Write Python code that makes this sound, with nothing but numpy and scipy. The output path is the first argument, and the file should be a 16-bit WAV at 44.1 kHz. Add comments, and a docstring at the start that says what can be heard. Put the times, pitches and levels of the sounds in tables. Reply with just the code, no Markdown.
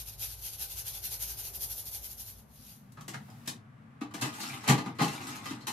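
"""Salt is shaken over aubergines on a wire rack, close to the microphones, in a small kitchen: clouds of
random grain impacts ring a tub. The last grains slide back. Across the room the rack clinks, is set into
the oven and scrapes along its rails: bursts and streams of contacts ring its wires. It bangs against
the casing, whose panels ring as dying partials. Shaped noise gives a low rumble, hum, room air,
a soft fan and a rustle."""
import sys
import numpy as np
from scipy import signal
from scipy.fft import rfft, irfft, next_fast_len
from scipy.io import wavfile
from scipy.ndimage import uniform_filter1d

SR = 44100
rng = np.random.default_rng(int(sys.argv[2]) if len(sys.argv) > 2 else 0)


def put_to_file(sound):
    """Save the sound as 16-bit audio at rate SR, in the file named by the first command-line argument."""
    columns = np.atleast_2d(sound).T  # one column per channel
    safe = np.clip(columns, -1, 1)
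    whole_steps = np.round(safe * 32767)
    wavfile.write(sys.argv[1], SR, whole_steps.astype(np.int16))


N = 252252
PADDED = 2 * next_fast_len(N // 2 + SR // 4)
BINS_HZ = np.fft.rfftfreq(PADDED, 1 / SR)
TIME_S = np.arange(N) / SR


def gain_of(db):
    """Decibels to a factor."""
    return 10 ** (np.asarray(db) / 20)


def evened(x):
    """Scales to rms 1."""
    return x / np.sqrt(np.mean(x ** 2) + 1e-20)


def read(points, hz):
    """Reads a curve on a log-frequency axis."""
    f, value = np.transpose(points)
    return np.interp(np.log(hz + 1), np.log(f + 1), value)


def add(mix, s, sound):
    """Adds a sound into the mix at a time."""
    part = mix[..., max(round(s * SR), 0):][..., :sound.shape[-1]]
    part += sound[..., :part.shape[-1]]


def filtered(x, response):
    """Applies a frequency response."""
    return irfft(rfft(x, PADDED) * response)[..., :N]


def coloured(x, points, size=2048):
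    """Minimum-phase filter with the given spectrum, so attacks stay sharp."""
    log_gain = np.log(gain_of(read(points, abs(np.fft.fftfreq(size, 1 / SR)))))
    taps = np.fft.ifft(np.exp(np.conj(signal.hilbert(log_gain)))).real
    return signal.oaconvolve(x, taps[None], axes=1)[:, :x.shape[1]]


def paired(x, image):
    """Blends two unrelated channels to the likeness (within +-0.99) and lean of each frequency."""
    hz, likeness, left_db = np.transpose(image)
    c = np.clip(read(np.c_[hz, likeness], BINS_HZ), -.99, .99)
    mid, side = filtered(x, np.sqrt([(1 + c) / 2, (1 - c) / 2]))
    lean = gain_of(read(np.c_[hz, left_db], BINS_HZ) / 2)
    return filtered(np.array([mid + side, mid - side]), np.array([lean, 1 / lean]))


def contacts(per_s, spread_db, size):
    """Random tiny impacts of uneven strength, mean power 1, for two channels."""
    chance = np.clip(per_s / SR, 1e-4, 1)
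    strength = gain_of(spread_db * np.minimum(rng.exponential(1, (2, size)), 4))
    sign = rng.choice([-1., 1.], (2, size))
    hit = rng.random((2, size)) < chance
    return evened(strength * sign * hit / np.sqrt(chance))


def clumps(depth_db, size=300):
    """Random swells a few milliseconds long, mean power 1."""
    return evened(gain_of(depth_db * evened(uniform_filter1d(rng.standard_normal(N), size))))


def shifting(x, s, bright, pivot_hz, patchy_db, above_hz, size=8):
    """Tilts the colour over time; as the contact point wanders, patches of the spectrum swell and fade."""
    hz, t, z = signal.stft(x, SR, nperseg=512)
    octaves = np.log2(np.maximum(hz, above_hz) / pivot_hz)[:, None]
    patches = uniform_filter1d(rng.standard_normal(z.shape[1:]), size, axis=1)
    patches = evened(uniform_filter1d(patches, size // 2, axis=0))
    z = z * gain_of(octaves * np.interp(t, s, bright)) * evened(gain_of(patchy_db * patches))
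    return signal.istft(z, SR, nperseg=512)[1][:, :N]


def resonance(hz, width_hz, db, bins_hz=BINS_HZ):
    """Frequency response of one damped mode."""
    return gain_of(db) / (1 + 2j * (bins_hz - hz) / width_hz)


def ringing_modes(modes, t):
    """Sum of partials, each dying by 60 dB in its t60."""
    hz, db, t60_s = np.transpose(modes)[:, :, None]
    return (gain_of(db - 60 * t / t60_s) * np.sin(2 * np.pi * hz * t)).sum(-2)


# Decay of the room. Each row: frequency in Hz, t60 in seconds.
ROOM_T60 = [(150, 0.34), (500, 0.36), (1400, 0.2), (3700, 0.2), (10000, 0.16)]


def room(x, wet_db, drift_hz=0., count=3):
    """Direct sound plus sparse reflections that die band by band; a moving source drifts between echo patterns."""
    out = x.copy()
    for k in range(count):
        taps = rng.choice([-1., 1.], (2, SR // 2)) * (rng.random((2, SR // 2)) < .1)
        taps[:, :130] = 0  # 3 ms before the first echo
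        hz, t, z = signal.stft(taps, SR, nperseg=256)
        tail = signal.istft(z * gain_of(-60 * t / read(ROOM_T60, hz)[:, None]), SR, nperseg=256)[1]
        tail *= gain_of(wet_db) / np.linalg.norm(tail, axis=1, keepdims=True)
        share = np.sqrt(2 / count) * np.cos(2 * np.pi * (drift_hz * TIME_S + k / count))
        out += signal.fftconvolve(x * share, tail, axes=1)[:, :N]
    return out / np.hypot(1, gain_of(wet_db))


def steady(spectrum, levels, image):
    """Noise of one colour that follows a slow level."""
    noise = evened(filtered(rng.standard_normal((2, N)), gain_of(read(spectrum, BINS_HZ))))
    return paired(noise, image) * gain_of(np.interp(TIME_S, *np.transpose(levels)))


# Far side of the room, for the far sounds. Each row: frequency in Hz, left-right likeness, left minus right in dB.
FAR_IMAGE = [(99.4, 0.97, 2), (203, 1, 1.5), (337, 0.78, 4.5), (572, -0.38, 1.5), (800, 1, -2.5),
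             (1400, -0.41, 2.5), (2520, 0.4, 1), (4300, 0.22, 2.5), (7530, -0.21, 2.5), (11500, -0.17, 6),
             (11700, 0.41, 5), (14400, -1.08, 1.5)]
# Spectrum: each row: frequency in Hz, relative dB per Hz. Level: each row: time in seconds, dB before the lean.
RUMBLE_SPECTRUM = [(20, -46), (38, -16), (55, 11), (80, -4), (110, 3.5), (170, -12.5), (400, -51)]
RUMBLE_LEVEL = [(0, -52), (2.3, -55), (3.0, -71), (5.72, -100)]


def rumble():
    """Low noise peaking near 55 Hz that fades out."""
    return steady(RUMBLE_SPECTRUM, RUMBLE_LEVEL, FAR_IMAGE)


# Spectrum: each row: frequency in Hz, relative dB per Hz. Level: each row: time in seconds, dB before the lean.
HUM_SPECTRUM = [(30, -52), (70, -22), (105, 1.5), (140, 2), (175, -6.5), (225, 1.5), (300, -16.5),
                (400, -57.5), (900, -55)]
HUM_LEVEL = [(0, -77), (2.1, -66), (3.15, -49.5), (3.85, -54), (5.72, -52)]


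def hum():
    """Humming noise, strongest at 100-225 Hz."""
    return steady(HUM_SPECTRUM, HUM_LEVEL, FAR_IMAGE)


# Spectrum: each row: frequency in Hz, relative dB per Hz. Level: each row: time in seconds, dB before the lean.
AIR_SPECTRUM = [(150, -17), (380, 9), (520, 7), (780, 7.5), (1150, 0), (2300, -8.5), (4000, -15.5),
                (8000, -20), (12500, -24), (15000, -34)]
AIR_LEVEL = [(0, -67), (1.6, -58.5), (2.8, -69), (4.0, -66), (5.72, -59.5)]
# Each row: frequency in Hz, left-right likeness, left minus right in dB.
AIR_IMAGE = [(129, 0.21, 52), (344, 0.13, 0), (700, 0.1, 2.5), (2980, 0.056, 3)]


def room_air():
    """Wide mid-range noise of the room air."""
    return steady(AIR_SPECTRUM, AIR_LEVEL, AIR_IMAGE)


# Spectrum: each row: frequency in Hz, relative dB per Hz. Level: each row: time in seconds, dB before the lean.
FAN_SPECTRUM = [(300, -20), (600, -22), (1150, 10.5), (2000, 3), (2700, -4), (5000, -23), (12000, -55)]
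FAN_LEVEL = [(0, -96), (3.3, -66.5), (5.72, -60.5)]


def oven_fan():
    """Soft fan noise around 1-2 kHz that grows."""
    return steady(FAN_SPECTRUM, FAN_LEVEL, FAR_IMAGE)


# Spectrum: each row: frequency in Hz, relative dB per Hz. Level: each row: time in seconds, dB before the lean.
RUSTLE_SPECTRUM = [(800, 8.5), (2500, 4.5), (5000, 0.5), (9000, -1.5), (13000, -0.5), (16000, 10)]
RUSTLE_LEVEL = [(0, -59), (2.6, -73), (3.25, -57), (3.46, -56), (3.62, -85)]


def rustle():
    """Soft broad noise whose level dips and swells."""
    return steady(RUSTLE_SPECTRUM, RUSTLE_LEVEL, FAR_IMAGE)


# Rack against oven, for casing() and knocks(). Each row: start in seconds, relative level in dB,
# brightness in dB per octave, build-up in seconds, relative deep boom in dB, relative hollow panel in dB,
# pitch of its thud in Hz, ring of the wires in dB, pitch of the touched spot in Hz.
KNOCKS = [ (3.08, -42, -0.1, 0.0023, -56, -49, 328, -18, 7800),
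          (3.475, -35.5, 1.4, 0.0026, -46, -41.5, 258, -17, 4000),
          (4.010, -50, -4.5, 0.0062, -51, -30, 274, -2, 1050),
          (4.139, -42.5, -1, 0.0057, -53, -37.5, 280, -18, 1130),
          (4.212, -34, -0.1, 0.01, -31, -31.5, 268, -3.5, 835),
          (4.490, -53, 1, 0.0081, -36, -45.5, 223, 11, 1950),
          (4.677, -29.5, -0.5, 0.0048, -37, -30, 230, 0.5, 1500),
          (4.684, -29.5, -1.5, 0.005, -12, -26.5, 224, -2, 1060),
          (4.695, -26.5, -1.5, 0.0022, -50, -30, 231, -10.5, 2060),
          (4.719, -35.5, -3, .003, -50, -35, 297, -10, 1100),
          (4.776, -42.5, -4, 0.00667, -35, -33, 276, 1, 830),
          (4.859, -48.5, -6.5, 0.0028, -40.5, -62, 294, -1.5, 1070),
          (4.986, -41.5, -5, 0.0091, -24.5, -38, 258, 3, 842),
          (5.003, -38, -5, 0.0055, -40, -26.5, 253, 0, 1190),
          (5.016, -33.5, -1.5, 0.00615, -46, -37, 287, -1, 1200),
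          (5.043, -38.5, -0.5, 0.0038, -40, -32.5, 252, -7, 1200),
          (5.078, -42, -0.5, 0.0037, -34, -44, 248, 1.5, 840),
          (5.132, -48, -3, 0.0036, -52, -43, 218, -7, 1100),
          (5.293, -47, -0.5, 0.0034, -37, -42, 284, -10, 1210),
          (5.456, -46, -2.5, 0.0029, -66, -54, 270, 5.5, 1250),
          (5.504, -48, -2, 0.0058, -64, -32.5, 272, 5, 870),
          (5.669, -38, 0.5, 0.0022, -60, -45, 330, 3, 6500)]
# Deep boom of the casing, then its hollow panels. Each row: frequency in Hz, relative level in dB, t60 in seconds.
BOOM_MODES = [(134.7, -3.5, 0.23), (177, -19.5, 0.18)]
PANEL_MODES = [(233.7, -4, 0.11), (298, -6.5, 0.33), (398, -20.5, 0.26), (444, -25, 0.31),
               (483, -19, 0.074)]
PANEL_SWELL_S = 0.004
THUD_DB, THUD_T60_S = 6, 0.095  # the struck part of the panel thuds at its own pitch


def casing(low_hz=90):
    """Blows set the oven's panels swinging; they take a moment to swell and radiate no deep bass."""
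    out, t = np.zeros(N), np.arange(SR // 2) / SR
    boom, panel = ringing_modes(BOOM_MODES, t), ringing_modes(PANEL_MODES, t)
    swell = 1 - np.exp(-t / PANEL_SWELL_S)
    for s, _, _, build_s, boom_db, panel_db, thud_hz, _, _ in KNOCKS:
        thud = ringing_modes([(thud_hz, THUD_DB, THUD_T60_S)], t)
        blow = gain_of(boom_db) * boom + gain_of(panel_db) * (panel + thud)
        # the casing gives way when the knock reaches its full force
        add(out, s + build_s, blow * swell)
    out = signal.sosfilt(signal.butter(5, low_hz, "high", fs=SR, output="sos"), out)
    return room(np.array([out, out]), wet_db=-21) * gain_of(0) * np.array([[gain_of(.7)], [gain_of(-.7)]])


# Where thump, clunk, ring and tick lie, in Hz.
STRIKE_HZ = [450, 1200, 4400, 11500]
PIVOT_HZ, ENDS_LIFT_DB = 4350, 0.02  # brightness pivots here; the ends rise by this much per octave squared


def strike(db, bright, build_s, decay_s, thump_growth=0.19, snap_db=-1, snap_decay_s=0.0053):
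    """A sharp first contact, and a burst of smaller ones that builds up and rattles out."""
    t = np.arange(SR // 3) / SR
    force = np.minimum((t + 1 / SR) / build_s, 1) * np.exp(-np.maximum(t - build_s, 0) / decay_s)
    rattle = force * contacts(per_s=6000, spread_db=2.0, size=len(t))
    # the first metal-on-metal touch is short and bright
    touch = contacts(per_s=26000, spread_db=-1.0, size=len(t))
    snap = np.diff(touch, prepend=0) * np.exp(-t / snap_decay_s)
    octaves = np.log2(np.array(STRIKE_HZ[1:]) / PIVOT_HZ)
    clunk_db, ring_db, tick_db = db + bright * octaves + ENDS_LIFT_DB * octaves ** 2
    # weak knocks move the heavy parts less
    thump_db = clunk_db + thump_growth * min(clunk_db + 28.0, 0)
    spectrum = list(zip(STRIKE_HZ, (thump_db, clunk_db, ring_db, tick_db)))
    return coloured(rattle + gain_of(snap_db) * snap, spectrum)


# Wires of the rack and walls of the oven. 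Each row: frequency in Hz, width in Hz,
# dB over the broad clatter before the ring of each touch.
RACK_MODES = [(825, 26, -11.5), (840, 26, -3.5), (1058, 22, -7.5), (1080, 25, -4.5), (1244, 23, 4.5),
              (1298, 17, -19), (1960, 53, 4.5), (2075, 16, 1), (2250, 12, -22), (2663, 85, 1),
              (3030, 80, 3), (3090, 9.5, -18), (4190, 310, 0.5), (3950, 39, -13)]


def wires(x, ring_db, uneven_db=2.0, detune=0.01):
    """Rings the rack; every touch stirs its modes in other proportions and bends their pitch a little."""
    size = next_fast_len(x.shape[1] + SR // 8)
    bins_hz = np.fft.rfftfreq(size, 1 / SR)
    chance = rng.standard_normal((len(RACK_MODES), 2))
    body = 1
    for (hz, width_hz, db), (bend, share) in zip(RACK_MODES, chance):
        body = body + resonance(hz * (1 + detune * bend), width_hz, db + ring_db + uneven_db * share, bins_hz)
    return irfft(rfft(x, size) * body, size)[:, :x.shape[1]]


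def spot(x, hz, lift_db, sharpness):
    """Lifts the pitch of the spot that is touched."""
    return x + gain_of(lift_db) * signal.lfilter(*signal.iirpeak(hz, max(sharpness, 1), SR), x)


# Clinks and clacks of the rack. Each row: start in seconds, relative level in dB, brightness in dB per octave,
# rattle decay in seconds, ring of the wires in dB, pitch of the touched spot in Hz.
CLINKS = [ (2.921, -64.5, 7.5, 0.0028, -12, 3870), (2.970, -61, -6, 0.019, -21, 1290),
          (3.009, -51.5, 0, 0.0056, -20, 1200), (3.134, -52.5, -2.5, 0.013, -14, 2100),
          (3.142, -45, -3, 0.0062, -8, 1630), (3.281, -69.5, -8, 0.022, -20, 766),
          (3.301, -64, 3.5, 0.0048, -10, 4830), (3.458, -55.5, 0.5, 0.017, -20, 2370),
          (4.109, -61.5, -4, 0.011, -4, 1200), (4.338, -50.5, 1, 0.014, -12, 1050),
          (4.403, -47.5, 3.5, 0.033, -10, 4400), (4.530, -58, -3.5, 0.006, 4, 1260),
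          (4.634, -49, -1, 0.026, -3, 900), (4.662, -47.5, -5, 0.043, -11, 2380),
          (4.951, -64.5, 0, 0.024, 0, 1987), (5.205, -49.5, -4.5, 0.009, -13, 2700),
          (5.350, -59, 2, 0.019, 1, 4300), (5.605, -61.5, 0, 0.026, -5, 4280),
          (5.676, -39, 2, 0.017, 1, 845)]
# Broad clatter. Each row: frequency in Hz, relative dB per octave.
CLATTER_SPECTRUM = [(50, -29), (130, 0), (280, 2.5), (420, -3), (600, -4), (900, 1), (1500, 2), (3000, 2),
                    (5300, 3.5), (7000, 6), (9000, 2.5), (13000, 0.5), (15500, 1.5)]
CLINK_BUILD = 0.25  # build-up as a share of the decay
RATTLE_S, RATTLE_GROWTH = 0.0088, 0.74  # a knock's decay: this time plus a share of its build-up
CLINK_Q, KNOCK_Q = 4.8, 5.4
CLINK_SPOT_DB, KNOCK_SPOT_DB = 7, -6.5


def knocks(level_db=1):
    """Knocks and light clinks, each coloured by its spot; the rack rings little while it is held in the hand."""
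    out = np.zeros((2, N))
    for s, db, bright, build_s, _, _, _, ring_db, hz in KNOCKS:
        knock = strike(db, bright, build_s, RATTLE_S + RATTLE_GROWTH * build_s)
        add(out, s, wires(spot(knock, hz, KNOCK_SPOT_DB, KNOCK_Q), ring_db))
    for s, db, bright, decay_s, ring_db, hz in CLINKS:
        clink = strike(db, bright, CLINK_BUILD * decay_s, decay_s)
        add(out, s, wires(spot(clink, hz, CLINK_SPOT_DB, CLINK_Q), ring_db))
    return coloured(out, CLATTER_SPECTRUM) * gain_of(level_db)


# Range of pitches at which the wires catch on the rails: lowest and highest in Hz.
CATCH_RANGE_HZ = [897, 8030]
CATCH_Q = 14


def catches(per_s=12, spread_db=1.3, count=14):
    """Sparse small contacts, each with a brief ring at the pitch of its own spot."""
    pitches_hz = np.geomspace(*CATCH_RANGE_HZ, count) * rng.uniform(.94, 1.06, count)
    out = np.zeros((2, N))
    for hz in pitches_hz:
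        out += signal.lfilter(*signal.iirpeak(hz, CATCH_Q, SR), contacts(per_s, spread_db, size=N))
    return evened(out)


SLIDE_RING_DB = -4  # the rails damp the wires while the rack slides on them


def travelling(x, turns_per_s=6, count=3):
    """As the rack moves, other wires touch the rails, so its ring keeps changing."""
    shares = [2 / count * np.cos(np.pi * (turns_per_s * TIME_S + k / count)) ** 2 for k in range(count)]
    return sum(wires(x * share, SLIDE_RING_DB, uneven_db=6, detune=0.022) for share in shares)


# Pushes of the rack along its rails. Each row: start in seconds, end in seconds, relative level in dB.
PUSHES = [(4.153, 4.256, -44), (4.316, 4.537, -44), (4.597, 4.877, -54), (5.018, 5.37, -47),
          (5.417, 5.478, -44.5)]
# Each row: frequency in Hz, relative dB per octave.
SCRAPE_SPECTRUM = [(50, -65), (140, -26.5), (260, -3.5), (500, -18), (850, -4.5), (1500, -0.5),
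                   (4200, -1.5), (7000, 2.5), (10000, 2.5), (13000, 4.5), (15500, -5)]
PUSH_RISE_S, PUSH_COAST_S = 0.077, 0.062  # linear rise, exponential coast
# level at which the scrape has its own colour; dB per octave gained for each dB louder
SLIDE_NEUTRAL_DB, SLIDE_BRIGHTENING = -40.5, 0.27
CATCH_DB = -4


def slide(level_db=-2.5):
    """Uneven slips and catches; each push gathers speed, holds and coasts; faster is louder and brighter."""
    speed = np.zeros(N)
    for start_s, end_s, db in PUSHES:
        rise = np.clip((TIME_S - start_s) / PUSH_RISE_S, 0, 1)
        coast = np.exp(-np.maximum(TIME_S - end_s, 0) / PUSH_COAST_S)
        speed += gain_of(db) * rise * coast
    bright = SLIDE_BRIGHTENING * (20 * np.log10(np.maximum(speed, 1e-3)) - SLIDE_NEUTRAL_DB)
    slips = contacts(per_s=1100, spread_db=3, size=N) * clumps(depth_db=2.8)
    scrape = coloured(slips + gain_of(CATCH_DB) * catches(), SCRAPE_SPECTRUM)
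    scrape = shifting(scrape, TIME_S, bright, pivot_hz=2350, patchy_db=2.0, above_hz=300)
    return travelling(scrape * speed * gain_of(level_db))


def pink(x):
    """Gives white sound of power 1 about that power in every octave and a half above 100 Hz."""
    return coloured(x, [(hz, 10 * np.log10(SR / 2 / hz)) for hz in (100, 20000)])


def rack(level_db=-3.0, low_hz=115):
    """Knocks and slips of the rack, far across the room; thin wires radiate no deep bass."""
    ringing = pink(knocks() + slide()) * gain_of(level_db)
    ringing = signal.sosfilt(signal.butter(3, low_hz, "high", fs=SR, output="sos"), ringing)
    return paired(room(ringing, wet_db=1.0, drift_hz=3), FAR_IMAGE)


# Salt is thrown to and fro about six times a second, then slides back as the tub is turned upright.
# Each row: crest in seconds, relative level in dB, half length in seconds.
THROWS = [(0, -38.5, 0.019), (0.085, -41.5, 0.019), (0.139, -48.5, 0.013), (0.235, -34, 0.025),
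          (0.318, -41.5, 0.024), (0.394, -49.5, 0.017), (0.463, -38, 0.029), (0.541, -41.5, 0.014),
          (0.623, -34.5, 0.024), (.717, -40, 0.022), (.79, -36.5, 0.02), (0.882, -35, .019),
          (0.96, -38.5, .025), (1.056, -35, 0.019), (1.132, -35.5, 0.022), (1.229, -33.5, 0.02),
          (1.305, -37.5, 0.027), (1.398, -36.5, .017), (1.465, -38, 0.025), (1.557, -37.5, 0.015),
          (1.634, -34.5, 0.022), (1.717, -36, 0.018), (1.791, -38, 0.023), (1.876, -39, 0.017),
          (1.951, -36.5, 0.023), (2.052, -40.5, 0.021), (2.116, -43.5, 0.022), (2.207, -41, 0.021),
          (2.288, -43.5, 0.025), (2.383, -56, 0.027), (2.576, -57.5, 0.049), (2.673, -52.5, 0.052),
          (2.718, -54, 0.028)]
# Grains on the tub wall and lid. Each row: frequency in Hz, relative dB per Hz.
SALT_SPECTRUM = [(180, -59), (380, -13), (660, -20), (820, -15), (1160, -19.5), (1500, -17), (1800, -17),
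                 (2600, -9), (4000, -4.5), (6200, -3), (8500, -4), (12000, 3), (14000, -1), (15400, -20.5)]
# The tub turns its lid away as it travels over the rack. Each row: time in seconds, brightness in dB per octave.
SALT_TILT = [(0, -0.5), (.9, -.5), (1.3, 0), (1.701, 2), (2.2, 1), (2.7, -1)]
# Resonances of the tub. Each row: frequency in Hz, width in Hz, level over the direct patter in dB.
TUB_MODES = [(804, 21, 10.5), (1505, 130, -3)]
# Stereo image of the tub: the two channels swing between alike and opposite across the treble. Each row:
# frequency in Hz, left-right likeness, left minus right in dB.
SALT_IMAGE = [(350, .3, -4), (700, 0.24, -2), (1500, 0.59, 2.5), (3300, 0.23, 2), (4940, -0.18, 3.5),
              (6170, 0.04, 6.5), (7920, -0.98, -0.5), (9340, -0.43, 2), (11240, .98, -0.5),
              (12800, .98, 1.2), (14700, -0.98, 0)]


def salt(grains_per_s=19000, level_db=-0.5):
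    """Each throw lands fine grains and a few coarse crystals on the tub; heavier flow has denser grains."""
    flow = np.zeros(N)  # power
    for s, db, length_s in THROWS:
        u = (TIME_S - s) / length_s
        # the heap arrives quickly and stragglers trail behind
        flow += gain_of(db) ** 2 * np.exp(np.where(u < 0, -u * u, 2 - 2 * np.hypot(1, u)))
    density_per_s = grains_per_s * np.sqrt(flow / flow.max()) + 1500
    fine = contacts(density_per_s, spread_db=0.3, size=N) * clumps(depth_db=0.45)
    coarse = gain_of(-6.5) * contacts(per_s=400, spread_db=1.3, size=N)
    patter = coloured(fine + coarse, SALT_SPECTRUM)
    patter = shifting(patter, *np.transpose(SALT_TILT), pivot_hz=9400, patchy_db=1.66, above_hz=2900)
    tub = 1 + sum(resonance(*mode) for mode in TUB_MODES)
    hollow = filtered(evened(patter) * np.sqrt(flow), tub)
    return paired(room(hollow * gain_of(level_db), wet_db=-12), SALT_IMAGE)


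def scene():
    """The kitchen's steady sounds, the oven and rack far off, and salt near by."""
    kitchen = rumble() + hum() + room_air() + oven_fan() + rustle()
    return kitchen + casing() + rack() + salt()


EDGE_HZ = 15700


def record(dry):
    """The recorder's band limit."""
    low_pass = signal.firwin(511, EDGE_HZ, window=("kaiser", 9), fs=SR)
    return signal.oaconvolve(dry, low_pass[None], "same")


dry = scene()
out = record(dry)
put_to_file(out)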